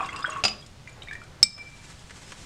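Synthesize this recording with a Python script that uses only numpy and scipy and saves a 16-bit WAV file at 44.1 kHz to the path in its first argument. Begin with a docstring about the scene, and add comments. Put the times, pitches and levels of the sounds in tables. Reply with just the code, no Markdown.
"""In a small quiet room, a paintbrush is swished in a glass jar of water and knocks against its wall.
Bubbles ring as damped oscillators, coloured by the resonances of the jar. Lifted out, the brush drips,
then clinks once on the rim: the impact excites the normal modes of the glass, which rings on.
The wet bristles rub softly, with a few light taps. Gain control ducks after the clink."""
import sys
import numpy as np
from scipy import signal
from scipy.fft import rfft, irfft, next_fast_len
from scipy.io import wavfile
from scipy.ndimage import uniform_filter1d, map_coordinates

SR = 44100
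rng = np.random.default_rng(int(sys.argv[2]) if len(sys.argv) > 2 else 0)


def unload_audio(sound):
    """Save the sound as a 16-bit wav file, at the path given as the first command line argument."""
    columns = np.transpose(np.atleast_2d(sound))
    # keep every value between -1 and 1, then stretch to whole-number steps
    steps = np.round(np.clip(columns, -1, 1) * 32767)
    wavfile.write(sys.argv[1], SR, steps.astype(np.int16))


N = 108177
TIME = np.arange(N) / SR
CLINK_S, SPLASH_ATTACK_S = 1.4287, 0.0013


def amp(db):
    """Decibels to amplitude ratio."""
    return 10 ** (np.asarray(db) / 20)


def unit(x):
    """Normalisation to rms 1."""
    return x / np.sqrt(np.mean(x ** 2) + 1e-20)


def along(points, hz):
    """Interpolation on a logarithmic frequency axis."""
    frequencies, values = np.transpose(points)
    return np.interp(np.log(hz + 1), np.log(frequencies + 1), values)


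def curve(rows):
    """Linear interpolation in time, one value per sample."""
    return np.interp(TIME, *np.transpose(rows))


def wobble(knots_per_s):
    """Smooth random modulation: a spline through Gaussian knots."""
    return map_coordinates(rng.standard_normal(int(N * knots_per_s / SR) + 4), [TIME * knots_per_s])


def filtered(x, response):
    """Linear filtering: the spectrum times a frequency response."""
    size = next_fast_len(N + SR // 2)
    return irfft(rfft(x, size) * response(np.fft.rfftfreq(size, 1 / SR)), size)[:N]


def coloured(x, colour):
    """Spectral shaping by rows of frequency_hz, gain_db."""
    return filtered(x, lambda hz: amp(along(colour, hz)))


def noise(colour):
    """Spectrally shaped Gaussian noise of rms 1."""
    return unit(coloured(rng.standard_normal(N), colour))


def fade(t, t60):
    """Exponential damping: 60 dB in t60 seconds."""
    return np.exp(-np.log(1000) * t / t60)


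def add(track, start_s, sound):
    """Superposition of a sound on the track."""
    part = track[max(round(start_s * SR), 0):][:len(sound)]
    part += sound[:len(part)]


def tone(hz, waver_hz=14.8, knots_per_s=250):
    """Random frequency modulation: a sine of slightly unsteady pitch."""
    knots = rng.standard_normal(N // 64)
    drift = np.interp(TIME * knots_per_s, np.arange(len(knots)), knots)
    return np.sin(2 * np.pi * np.cumsum(hz + waver_hz * drift) / SR)


def ring(modes, scatter_db=1, attack_s=0.00036):
    """Free vibration: damped modes waver with the moving water, their levels varying at each blow."""
    t = TIME[:SR]
    partials = sum(amp(db + scatter_db * rng.normal()) * fade(t, t60) * tone(hz)[:SR]
                   for hz, db, t60 in modes)
    return partials * (1 - np.exp(-(t / attack_s) ** 2))


def burst(colour, t60, attack_s=0.0002):
    """A broadband transient: noise with a fast rise and exponential decay."""
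    onset = 1 - np.exp(-(TIME / attack_s) ** 2)
    return (noise(colour) * fade(TIME, t60) * onset)[:SR]


# reverberation time: frequency_hz, t60_s
ROOM_DECAY = [(150, 0.55), (1200, 0.26), (5000, 0.37), (12000, 0.23)]
# reverberation spectrum: frequency_hz, gain_db
ROOM_COLOUR = [(100, 4.5), (300, 2.5), (8500, -7), (12000, 3), (16000, -21)]
def in_room(x, wet_db, delay_s=0.00296):
    """Reverberation: direct sound plus its convolution with a noise tail that decays band by band."""
    hz, t, spectrum = signal.stft(rng.standard_normal(SR // 2), SR, nperseg=256)
    shape = fade(t, along(ROOM_DECAY, hz)[:, None]) * amp(along(ROOM_COLOUR, hz))[:, None]
    tail = signal.istft(spectrum * shape, SR, nperseg=256)[1]
    tail *= TIME[:len(tail)] > delay_s
    return x + amp(wet_db) * signal.fftconvolve(x, tail / np.linalg.norm(tail))[:N]


# background spectrum: frequency_hz, gain_db
RUMBLE_COLOUR = [(25, 0.5), (130, 1.5), (170, -4), (300, -15), (550, -17), (1000, -17.5), (2200, -22),
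                 (4000, -22), (7500, -28), (9500, -33.5), (12000, -51), (15500, -35)]
def room_rumble():
    """Ambient noise: stationary and strongest at low frequencies."""
    return amp(-48) * noise(RUMBLE_COLOUR)


# envelope of the rocking water: time_s, level_db
ROCKING_LEVEL = [(.5, -51), (.7, -64.5), (.88, -59.5), (.98, -51), (1.1, -54.5), (1.3, -55), (1.42, -52.5),
                 (1.54, -65), (1.585, -50), (1.66, -56.5), (1.8, -81)]
# its spectrum: frequency_hz, gain_db
ROCKING_COLOUR = [(80, -23), (250, -1), (520, 1.5), (900, -4.5), (1600, -4.5), (3000, -16), (9000, -39)]
def rocking_water():
    """Sloshing: water still rocking in the jar makes a low noise that swells and sinks."""
    return amp(curve(ROCKING_LEVEL)) * noise(ROCKING_COLOUR)


# envelope of the rubbing: time_s, level_db
RUB_LEVEL = [(1.45, -79), (1.6, -54.5), (1.72, -56.5), (1.92, -49), (2.05, -55.5), (2.2, -50),
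             (2.35, -48.5), (2.45, -49)]
# its spectrum: frequency_hz, gain_db
RUB_COLOUR = [(200, 5), (700, 0.5), (1600, 3), (3000, 1), (5100, -1), (8000, -0.5), (10000, -13.5),
              (13000, -35), (16000, -47)]
# light taps of the brush: start_s, level_db
TAPS = [(1.58, -37.5), (2.096, -43), (2.107, -36.5), (2.3204, -33)]
# their spectrum: frequency_hz, gain_db
TAP_COLOUR = [(200, -6), (1000, 0.5), (1750, 7), (2600, -0.5), (5100, -7), (9000, -10), (14000, -56)]
def bristles(sing_s=2.285, sing_width_s=0.044):
    """Friction: the wet brush rubs softly, taps now and then and briefly makes the glass sing."""
    out = amp(curve(RUB_LEVEL) + 1.6 * wobble(39.5)) * noise(RUB_COLOUR)
    for start_s, db in TAPS:
        add(out, start_s, amp(db) * burst(TAP_COLOUR, t60=0.039))
    swell = np.exp(-((TIME - sing_s) / sing_width_s) ** 2)
    out += amp(-53.5) * swell * tone(hz=5100, waver_hz=25.3)
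    return in_room(out, wet_db=-12.5)


# spectrum of fizz and spatter: frequency_hz, gain_db
SPRAY_COLOUR = [(500, -14), (2500, -9.5), (3300, 2), (4300, -5.5), (5100, -0.5), (6000, -9), (7000, -2.5),
                (8200, -1.5), (9300, -10.5), (11000, -24), (15000, -51)]
# droplets hitting the glass: start_s, level_db
SPATTERS = [(.011, -47), (0.058, -38), (.129, -41), (0.19, -40), (0.204, -41), (0.261, -44), (0.298, -39),
            (0.36, -53), (.38, -47), (0.608, -48), (0.625, -49), (0.662, -42), (0.892, -46), (1.03, -43.5),
            (1.131, -40.5), (1.236, -47.5), (1.992, -47.5)]
def spray(swish_db, pops_per_s=500):
    """Shot noise: tiny bubbles burst at random under the swishing; droplets spatter on the glass."""
    pops = (rng.random(N) < pops_per_s / SR).astype(float)
    out = amp(swish_db - 24) * unit(coloured(pops, SPRAY_COLOUR))
    for start_s, db in SPATTERS:
        add(out, start_s, amp(db) * burst(SPRAY_COLOUR, t60=0.041, attack_s=SPLASH_ATTACK_S))
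    return in_room(out, wet_db=-8)


def bubble(hz, db, t60, rise=0.098, attack_s=0.00058, jostle_rad=0.42, knots_per_s=506):
    """Bubble resonance: a damped oscillation rises in pitch, jostled by the water around it."""
    t = TIME[:int(t60 * SR) + 2]
    knots = rng.standard_normal(256)
    jostle = jostle_rad * np.interp(t * knots_per_s, np.arange(len(knots)), knots)
    phase = 2 * np.pi * hz * (t + rise * t * t / (2 * t60)) + jostle
    return amp(db) * np.sin(phase) * fade(t, t60) * (1 - np.exp(-t / attack_s))


def froth(swish_db, length_s=0.7, bubbles_per_s=240, lowest_hz=758, pitch_ratio=11.5):
    """A bubble population: random short resonances follow the swishing, the higher ones weaker."""
    out = np.zeros(N)
    for when, height, size in rng.random((int(bubbles_per_s * length_s), 3)):
        start_s = when * length_s
        spread_db = 2 * min(-np.log(1 - size), 2)
        db = swish_db[int(start_s * SR)] - 5.5 + spread_db - 6.5 * height
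        add(out, start_s, bubble(lowest_hz * pitch_ratio ** height, db, t60=0.024))
    return out


# drops falling from the brush: start_s, pitch_hz, level_db, t60_s
DRIPS = [(0.623, 3300, -45, 0.075), (0.8745, 2030, -26, 0.015), (0.885, 6850, -49, 0.033),
         (.928, 6750, -46, .04), (1.0213, 3030, -32, 0.025), (1.0203, 3730, -34.5, 0.055),
         (1.074, 1910, -32.5, 0.025), (1.0845, 2200, -30.5, 0.056), (1.085, 3650, -39, 0.063),
         (1.1107, 1680, -25.5, .04), (1.1276, 1763, -26, 0.031), (1.1524, 1848, -28, 0.043),
         (1.2166, 1406, -35, .04), (2.098, 1700, -44.5, 0.07)]
# splash spectrum: frequency_hz, gain_db
SPLASH_COLOUR = [(600, -12), (1700, -1), (4000, -13), (8000, -10), (11000, -38), (15000, -55)]
def drips(glass_hz=2350, glass_t60=0.16):
    """Drop impact: each drip traps a ringing bubble, splashes and faintly excites the glass."""
    out = np.zeros(N)
    for start_s, hz, db, t60 in DRIPS:
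        add(out, start_s, bubble(hz, db, t60))
    for start_s, _, db, _ in DRIPS:
        splash = amp(db - 16) * burst(SPLASH_COLOUR, t60=0.024, attack_s=SPLASH_ATTACK_S)
        add(out, start_s, splash + ring([(glass_hz, db - 14, glass_t60)]))
    return out


# spectrum of the stirred water: frequency_hz, gain_db
WASH_COLOUR = [(100, -13), (300, -9), (650, -18), (900, -7), (1130, 4), (1800, -9), (2750, -11.5),
               (4000, -27), (8000, -50), (11000, -61), (15000, -51.5)]
# distinct bubbles: start_s, pitch_hz, level_db, t60_s
BUBBLES = [(.001, 1060, -20.5, 0.015), (.0055, 1135, -13, 0.02), (.007, 2453, -24.5, 0.03),
           (.012, 776.5, -26.5, 0.1), (.029, 1087, -18.5, 0.039), (.047, 3640, -28.5, 0.011),
           (.060, 8000, -42, .02), (.062, 2680, -36.5, 0.058), (0.086, 3282, -40.5, 0.11),
           (0.09, 1440, -22.5, 0.011), (.0905, 2060, -24, 0.031), (.126, 2620, -34.5, 0.063),
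           (.128, 1078, -37.5, 0.17), (0.159, 1190, -28, 0.027), (.162, 7950, -35.5, 0.032),
           (.163, 2697, -38, 0.1), (0.192, 1100, -34, 0.12), (0.2243, 3520, -34, 0.046),
           (0.224, 1280, -28, 0.018), (.229, 4940, -30, 0.039), (.243, 1367, -13.5, 0.026),
           (.248, 1490, -11, 0.023), (0.258, 3220, -29, 0.044), (0.275, 1570, -37, 0.023),
           (.279, 614, -34, 0.17), (.293, 1140, -22, 0.025), (0.298, 8000, -30, 0.016),
           (0.304, 6680, -31.5, 0.038), (.32, 2690, -33.5, 0.062), (0.362, 1280, -21, 0.017),
           (0.366, 1085, -28, 0.11)]
def swish(swish_db):
    """Air entrainment: the brush stirs up a fluttering wash of noise and clear bubble tones."""
    out = amp(swish_db - 7 + 2.7 * wobble(68.3)) * noise(WASH_COLOUR)
    for start_s, hz, db, t60 in BUBBLES:
        add(out, start_s, bubble(hz, db, t60))
    return out


# resonances of the air in the jar and the glass wall: centre_hz, bandwidth_hz, gain_db
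JAR_RESONANCES = [(634, 10, -7), (1111, 44, -6), (1235, 34, -12), (2736, 85, -4.5), (3284, 70, -1.5)]
def jar_response(hz):
    """Forced resonance: second-order band-pass responses add to the direct path."""
    return 1 + sum(amp(db) * 1j * hz * width / (centre ** 2 - hz ** 2 + 1j * hz * width)
                   for centre, width, db in JAR_RESONANCES)


# envelope shared by wash, froth and fizz: time_s, relative_level_db
SWISH_LEVEL = [(0.0, -29.5), (0.006, -29.5), (0.07, -36.5), (0.236, -37), (0.246, -48), (0.268, -36),
               (0.38, -33.5), (0.43, -48)]
def water(swish_end_s=0.547, settle_db_per_s=113):
    """Source and filter: swish, drips and froth drive the jar's resonances; the spray bypasses them."""
    swish_db = curve(SWISH_LEVEL) - settle_db_per_s * np.maximum(TIME - swish_end_s, 0)
    excitation = swish(swish_db) + drips() + froth(swish_db)
    return in_room(filtered(excitation, jar_response), wet_db=-9.5) + spray(swish_db)


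# blows on the wall: start_s, gain_db
KNOCKS = [(.161, -34.5), (0.4377, -14.5), (.4508, -14), (.4805, -23)]
# modes of jar and handle together: pitch_hz, relative_level_db, t60_s
KNOCK_MODES = [(100, -27, 0.27), (211.4, -21.5, 0.093), (431, -21.5, .05), (643, -17, .05),
               (753, -19.5, 0.068), (1164, -13.5, 0.085), (1334, -11.5, 0.043), (2535, -15, 0.043),
               (2595, -11, 0.078), (2950, -13, 0.044), (3360, -12, 0.023), (3750, -12, 0.027),
               (4900, -9.5, 0.14), (4920, -14, 0.083), (5140, -16.5, 0.084), (7060, -13.5, 0.057)]
# contact noise spectrum: frequency_hz, gain_db
KNOCK_CRACK = [(100, -22.5), (700, -4), (1800, -11), (2700, 3.5), (4200, -6), (5000, 3), (6300, -10),
               (8800, -12), (11000, -40.5), (15000, -39)]
def knocks():
    """Impact excitation: the handle rattles against the wall of the jar and both ring."""
    out = np.zeros(N)
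    for start_s, db in KNOCKS:
        modes = ring(KNOCK_MODES, scatter_db=2.5)
        crack = amp(-1.5) * burst(KNOCK_CRACK, t60=0.051)
        add(out, start_s, amp(db) * (modes + crack))
    return in_room(out, wet_db=-11)


# envelopes of the lasting glass tones: time_s, low_tone_relative_db, high_pair_relative_db
GLASS_LEVELS = [(1.47, -40.5, -48), (1.502, -48, -66), (1.548, -60, -42), (1.614, -37, -42),
                (1.64, -55.5, -72), (1.674, -44.5, -54), (1.708, -60.5, -71), (1.742, -50.5, -71),
                (1.774, -68, -68), (1.798, -54.5, -73), (1.826, -68, -72), (1.86, -67, -73)]
def glass_tones(fade_db_per_s=124):
    """Light damping: after the clink, a low tone and a beating high pair swell and fade."""
    times, low_db, high_db = np.transpose(GLASS_LEVELS)
    low = amp(np.interp(TIME, times, low_db) + 2.5) * unit(tone(hz=2343, waver_hz=5.37))
    pair = unit(amp(-2) * tone(hz=5170) + tone(hz=5160))
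    high = amp(np.interp(TIME, times, high_db) - 3.5) * pair
    release = amp(-fade_db_per_s * np.maximum(TIME - times[-1], 0))
    return (TIME > CLINK_S) * release * (low + high)


# short-lived modes of the struck rim: pitch_hz, relative_level_db, t60_s
CLINK_MODES = [(2276, -22.5, 0.032), (3760, -16.5, 0.043), (4615, -18.5, 0.046), (4556, -16, 0.045),
               (5240, -21, .05), (5223, -0.5, 0.04), (5360, -9, 0.021), (5790, -14.5, 0.034),
               (7630, -25.5, 0.072), (7770, -22, 0.056), (8030, -18.5, 0.091), (9320, -23, 0.049),
               (9620, -29, 0.06)]
# long ring of the glass and thud of the table: pitch_hz, relative_level_db, t60_s
AFTERRING = [(169, -41, 0.29), (212.4, -43, 0.31), (2346, -35, 0.41), (3801, -48, 0.23), (7402, -45, 0.46),
             (8400, -46, 0.41)]
# contact noise spectrum: frequency_hz, gain_db
CLINK_CRACK = [(100, -38), (700, -37), (1400, -12), (3000, -12), (5200, -5), (6500, -8), (9500, -11),
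               (11500, -45), (15000, -40)]
def clink():
    """Impulse response: one hard blow of the ferrule on the rim excites the modes of the glass."""
    out = np.zeros(N)
    modes = ring(CLINK_MODES) + ring(AFTERRING)
    crack = amp(-14) * burst(CLINK_CRACK, t60=0.031)
    add(out, CLINK_S, amp(0.5) * (modes + crack))
    return in_room(out, wet_db=-15.5)


def scene():
    """Superposition: water, glass and brush over the rumble of the room, in one channel."""
    return (rocking_water() + water() + knocks() + clink() + glass_tones() + bristles()
            + room_rumble())[None]


# microphone response: frequency_hz, gain_db
MICROPHONE = [(9500, -0.5), (12000, 7), (16000, -17)]
def record(dry, threshold_db=-12, slope=0.61, attack_s=0.024, recover_db_per_s=23, cutoff_hz=15800):
    """Automatic gain control: loud sounds duck the gain, which recovers slowly; then clip and low-pass."""
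    x = dry[0]
    level_db = 10 * np.log10(np.abs(uniform_filter1d(x * x, size=64)) + 1e-12)
    target_db = slope * np.maximum(level_db - threshold_db, 0)
    recovery_db = recover_db_per_s * TIME
    held_db = np.maximum.accumulate(target_db + recovery_db) - recovery_db  # peak hold, linear release
    pole = np.exp(-1 / (attack_s * SR))
    duck_db = signal.lfilter([1 - pole], [1, -pole], held_db)
    clipped = np.clip(coloured(x * amp(-duck_db), MICROPHONE), -1, 1)
    return filtered(clipped, lambda hz: 1 / np.sqrt(1 + (hz / cutoff_hz) ** 80))[None]


dry = scene()
out = record(dry)
unload_audio(out)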